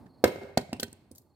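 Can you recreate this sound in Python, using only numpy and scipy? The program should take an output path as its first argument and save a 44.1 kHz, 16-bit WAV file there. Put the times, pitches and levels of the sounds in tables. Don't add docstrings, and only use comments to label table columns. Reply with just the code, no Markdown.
import sys
import numpy as np
from scipy import signal
from scipy.fft import rfft, irfft
from scipy.io import wavfile
from scipy.ndimage import uniform_filter1d

SR = 44100
rng = np.random.default_rng(int(sys.argv[2]) if len(sys.argv) > 2 else 0)


def wav_record(signal):
    frames = np.transpose(np.atleast_2d(signal))
    bounded = np.clip(frames, -1, 1)
    quanta = np.round(bounded * 32767).astype(np.int16)
    wavfile.write(sys.argv[1], SR, quanta)


N = 59535
T = np.arange(N) / SR
FREQS = np.maximum(np.fft.rfftfreq(2 * N, 1 / SR), 1)


def amp(db):
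    return 10 ** (np.asarray(db) / 20)


def unit(x):
    return x / np.sqrt(np.mean(x ** 2))


def fade(t60):
    return np.exp(-np.log(1000) * T / t60)


def contour(points):
    hz, value = np.array(points, float).T
    return np.interp(np.log(FREQS), np.log(hz), value)


def shape(x, gain):
    return irfft(rfft(x, 2 * N) * gain)[..., :N]


def causal(db):
    cepstrum = irfft(np.log(amp(db)))
    return np.exp(rfft(np.r_[cepstrum[0], 2 * cepstrum[1:N]], 2 * N))


def delay(x, seconds):
    k = int(np.clip(round(seconds * SR), 0, N - 1))
    return np.concatenate([np.zeros(x.shape[:-1] + (k,)), x[..., :N - k]], axis=-1)


def spread(pair, width):
    mid, side = pair[0], width * pair[1]
    return np.array([mid + side, mid - side]) / np.hypot(1, width)


def pan(db):
    return amp([[db / 2], [-db / 2]])


# start in seconds, thump pitch in Hz and level in dB, knock pitch in Hz,
# level in dB and rise in cycles, ring level in dB, lie from 0 (on end) to 1 (on its side), crunch level
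# in dB, decay time in seconds, tilt in dB per octave and low edge in Hz, bark resonance in Hz,
# left minus right in dB, level sent to the surroundings in dB, late boom level in dB.
BLOWS = [ (0.2394, 313, -24.5, 485.5, -3.5, 0.57, -21.5, 0.011, -14, 0.0018, -1, 305, 12960, -1.0, 2, -32.5),
         (0.4305, 220, -37.5, 380, -45.5, 0.41, -62.5, 0.3, -53.5, 0.0026, -3, 300, 4000, 1.5, -3, -54),
         (0.5726, 180, -14.5, 655, -10, 1.08, -29, 0.34, -18, 0.0034, 0, 1400, 4310, -1.0, -5.5, -51.5),
         (0.7280, 237, -22.5, 705, -26.5, 0.9, -43, 0.3, -28.5, 0.0027, -3, 2690, 2750, -1.5, -3, -47),
         (0.7964, 280.6, -32.5, 417, -36.5, 0.91, -45.5, 0.95, -24.5, 0.0022, 0.5, 2920, 3200, -2.0, -10, -73),
         (0.8286, 227, -30.5, 504, -27, 0.86, -34, 0.85, -23.5, 0.0049, 2, 1400, 3980, -3, -11.5, -43),
         (0.8790, 242, -41.5, 392, -52, 0.46, -62, 0.95, -53.5, 0.0027, -3, 2000, 6100, -4.5, -1, -53.5),
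         (0.927, 280, -42, 420, -67, 0.23, -57.5, 0.7, -42.5, 0.00083, 5.5, 3950, 8150, -1.5, -8, -53),
         (1.1115, 262.3, -39.5, 487, -48.5, 1.4, -74, 0.3, -49.5, 0.0038, 5.5, 3900, 9000, -3.5, -1, -53.5)]


def log_impacts():
    direct, sent = np.zeros((2, 2, N))
    for (start, thump_hz, thump_db, knock_hz, knock_db, knock_cycles, ring_db, lie,
         crunch_db, decay_s, tilt_db, edge_hz, bark_hz, pan_db, send_db, boom_db) in BLOWS:
        thump = amp(thump_db) * damped_swing(thump_hz, cycles=0.56)
        knock = amp(knock_db) * damped_swing(knock_hz, knock_cycles)
        ring = amp(ring_db) * wood_ring(lie)
        boom = amp(boom_db) * damped_swing(hz=95, cycles=1.32)
        grit = amp(crunch_db) * crunch(decay_s, tilt_db, edge_hz, bark_hz)
        blow = delay(thump + knock + ring + boom + grit, start)
        direct += blow * pan(pan_db)
        sent += blow * amp(send_db)
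    return direct, sent


def damped_swing(hz, cycles):
    age = T * hz / cycles
    return age ** 2 * np.exp(2 - 2 * age) * np.sin(2 * np.pi * hz * T)


# frequency in Hz, level in dB when struck on end,
# level in dB when struck on its side, time to decay by 60 dB in seconds.
MODES = [(229.4, -8.5, -5.5, 0.16), (399.7, 3.5, -4, 0.14), (495.6, -1, -14, .09), (655, -12.5, -17.5, .09),
         (760, -10.5, -4, 0.035), (966, -10.5, -23, 0.15), (1270, 4, -33, 0.025),
         (1526, -14.5, -0.5, 0.074), (1849, -6.5, -7.5, 0.074), (2137, 0.5, -7.5, 0.032),
         (2560, -21, -19, 0.12), (3200, -18, -6, 0.1), (4076, -19.5, -5.5, 0.021), (4566, -4.5, -0.5, .028)]


def wood_ring(lie, rise_s=0.00072):
    modes = np.zeros(N)
    for hz, end_db, side_db, t60 in MODES:
        level_db = end_db + lie * (side_db - end_db)
        modes += amp(level_db) * fade(t60) * np.sin(2 * np.pi * hz * T)
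    return modes * (1 - np.exp(-T / rise_s))


# frequency in Hz, gain in dB.
CRUNCH_SPECTRUM = [(100, -21), (500, 7.5), (1100, 1), (1500, 8), (2600, -3), (3200, -0.5), (4600, 1.5),
                   (6200, -2), (8500, -1.5), (11000, -8), (13300, -8.5), (16500, -12)]
GRAINS_PER_S, GRAIN_SCATTER_DB, CRUNCH_RISE_S = 8300, 10, 0.0034
BARK_PEAK_DB, BARK_WIDTH_OCT, LOW_SHELF_DB = 9, 0.17, -14.5


def crunch(decay_s, tilt_db, edge_hz, bark_hz):
    grains = (rng.random((2, N)) < GRAINS_PER_S / SR) * rng.choice([-1, 1], (2, N))
    grains = grains * amp(GRAIN_SCATTER_DB * rng.standard_normal((2, N)))
    rise = np.minimum(T / CRUNCH_RISE_S, 1) ** 2
    force = rise * np.exp(-np.maximum(T - CRUNCH_RISE_S, 0) / decay_s)
    cluster = unit(spread(grains, width=0.7) * force) * np.sqrt(np.mean(force ** 2))
    octaves = np.log2(np.maximum(FREQS, 1000) / 5000)
    bark_db = BARK_PEAK_DB * np.exp(-(np.log2(FREQS / bark_hz) / BARK_WIDTH_OCT) ** 2)
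    shelf_db = LOW_SHELF_DB * np.clip(2 * np.log2(edge_hz / FREQS), 0, 1)
    return shape(cluster, causal(contour(CRUNCH_SPECTRUM) + tilt_db * octaves + bark_db + shelf_db))


# start in seconds, level in dB, decay time in seconds,
# tilt in dB per octave, low edge in Hz, bark resonance in Hz.
SCUFFS = [(0.7951, -31, 0.001, -4, 2780, 4500), (0.8028, -36, 0.0027, 7, 3040, 12900),
          (1.148, -53, 0.015, 4.5, 3880, 14220), (1.174, -60, 0.005, 4.5, 3800, 4500),
          (1.1795, -46, 0.0021, 6.5, 3970, 12960)]


def scuffs():
    return sum(delay(amp(db) * crunch(decay_s, tilt_db, edge_hz, bark_hz), start)
               for start, db, decay_s, tilt_db, edge_hz, bark_hz in SCUFFS)


def toss():
    bump = amp(-45.5) * damped_swing(hz=166, cycles=0.56)
    brush = amp(-63) * crunch(decay_s=0.0072, tilt_db=-4.5, edge_hz=166, bark_hz=1730)
    return delay(bump + brush, seconds=0.058)


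# frequency in Hz, near scatter level in dB, street level in dB,
# street reverberation time in seconds.
REVERB_BANDS = [(80, 0.5, -8.5, 1.7), (189, -6, -16.5, 0.37), (507.6, -9.5, -16.5, 0.58),
                (898, -5.5, -15.5, 1.0), (1760, -7, -19.5, .9), (2200, -5.5, -8.5, 0.91),
                (2847, -8.5, -11.5, 0.63), (4500, -14, -21, 0.64), (9000, -11, -17, 0.55),
                (13500, -14, -21, .45)]
# delay in seconds, level in dB, low-pass corner in Hz, smear in seconds.
ECHOES = [(.0345, -17, 9000, 0.006), (0.1188, -22, 1195, 0.00037), (0.1437, -31, 1410, 0.0027),
          (.17, -25, 2060, 0.088)]
NEAR_DELAY_S, NEAR_T60_S, STREET_RISE_S = 0.003, 0.15, 0.012


def reflections(sound):
    response = np.zeros((2, N))
    near = delay(fade(NEAR_T60_S), NEAR_DELAY_S)
    for hz, near_db, street_db, t60 in REVERB_BANDS:
        band = contour([(row[0], row[0] == hz) for row in REVERB_BANDS])
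        width = min(hz / 900, 1)
        street = fade(t60) * (1 - np.exp(-T / STREET_RISE_S))
        for envelope, db in ((near, near_db), (street, street_db)):
            noise = shape(spread(rng.standard_normal((2, N)), width), np.sqrt(band))
            response += amp(db) * noise * envelope / np.linalg.norm(envelope)
    for delay_s, db, corner_hz, smear_s in ECHOES:
        wall = spread(rng.standard_normal((2, N)), width=0.32) * np.exp(-T / smear_s)
        echo = shape(unit(wall) / np.sqrt(N), 1 / (1 + 1j * FREQS / corner_hz))
        response += amp(db) * delay(echo, delay_s)
    return signal.fftconvolve(sound, response, axes=1)[:, :N]


# start in seconds, level in dB.
CHIRPS = [(0.086, -72.5), (0.124, -71), (0.169, -71), (0.212, -75.5), (1.243, -85), (1.289, -80),
          (1.33, -77.5)]
CHIRP_HZ, CHIRP_FALL_HZ, CHIRP_WAVER_HZ, CHIRP_S = 4600, 330, 110, 0.045


def bird():
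    song = np.zeros(N)
    age = np.minimum(T / CHIRP_S, 1)
    for start, db in CHIRPS:
        waver = unit(uniform_filter1d(rng.standard_normal(N), size=60))
        hz = CHIRP_HZ - CHIRP_FALL_HZ * np.sin(2.2 * age) + CHIRP_WAVER_HZ * waver
        tone = np.sin(2 * np.pi * np.cumsum(hz) / SR)
        song += delay(amp(db) * np.sin(np.pi * age) * tone, start)
    return song


# frequency in Hz, relative spectral density in dB.
HUSH_SPECTRUM = [(25, -14.5), (70, 6.5), (130, 1.5), (270, 1.5), (500, -8.5), (900, -10.5), (1500, -25.5),
                 (3000, -37), (4600, -32.5), (6000, -43.5), (9000, -38), (16000, -43)]
HUSH_DB, HUSH_WAVER_DB, HUSH_FALL_DB_PER_S = -56, 4.2, 5.3


def street_hush():
    noise = shape(spread(rng.standard_normal((2, N)), width=0.31), amp(contour(HUSH_SPECTRUM)))
    waver = np.interp(T, np.linspace(0, T[-1], 12), rng.standard_normal(12))
    return unit(noise) * amp(HUSH_DB - HUSH_WAVER_DB * waver - HUSH_FALL_DB_PER_S * T)


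def scene(left_lag_s=0.00009):
    impacts, sent = log_impacts()
    crackle = scuffs()
    left, right = impacts + crackle
    direct = np.array([shape(left, np.exp(-2j * np.pi * FREQS * left_lag_s)), right])
    around = reflections(sent + crackle) + toss() + bird() + street_hush()
    return direct + around * pan(db=-1.66)


def record(dry, low_cut_hz=79, top_hz=16300):
    high_pass = signal.butter(2, low_cut_hz, "high", fs=SR, output="sos")
    low_pass = signal.ellip(8, 0.2, 70, top_hz, fs=SR, output="sos")
    clipped = np.clip(signal.sosfilt(high_pass, dry), -1, 1)
    return signal.sosfilt(low_pass, clipped)


dry = scene()
out = record(dry)
wav_record(out)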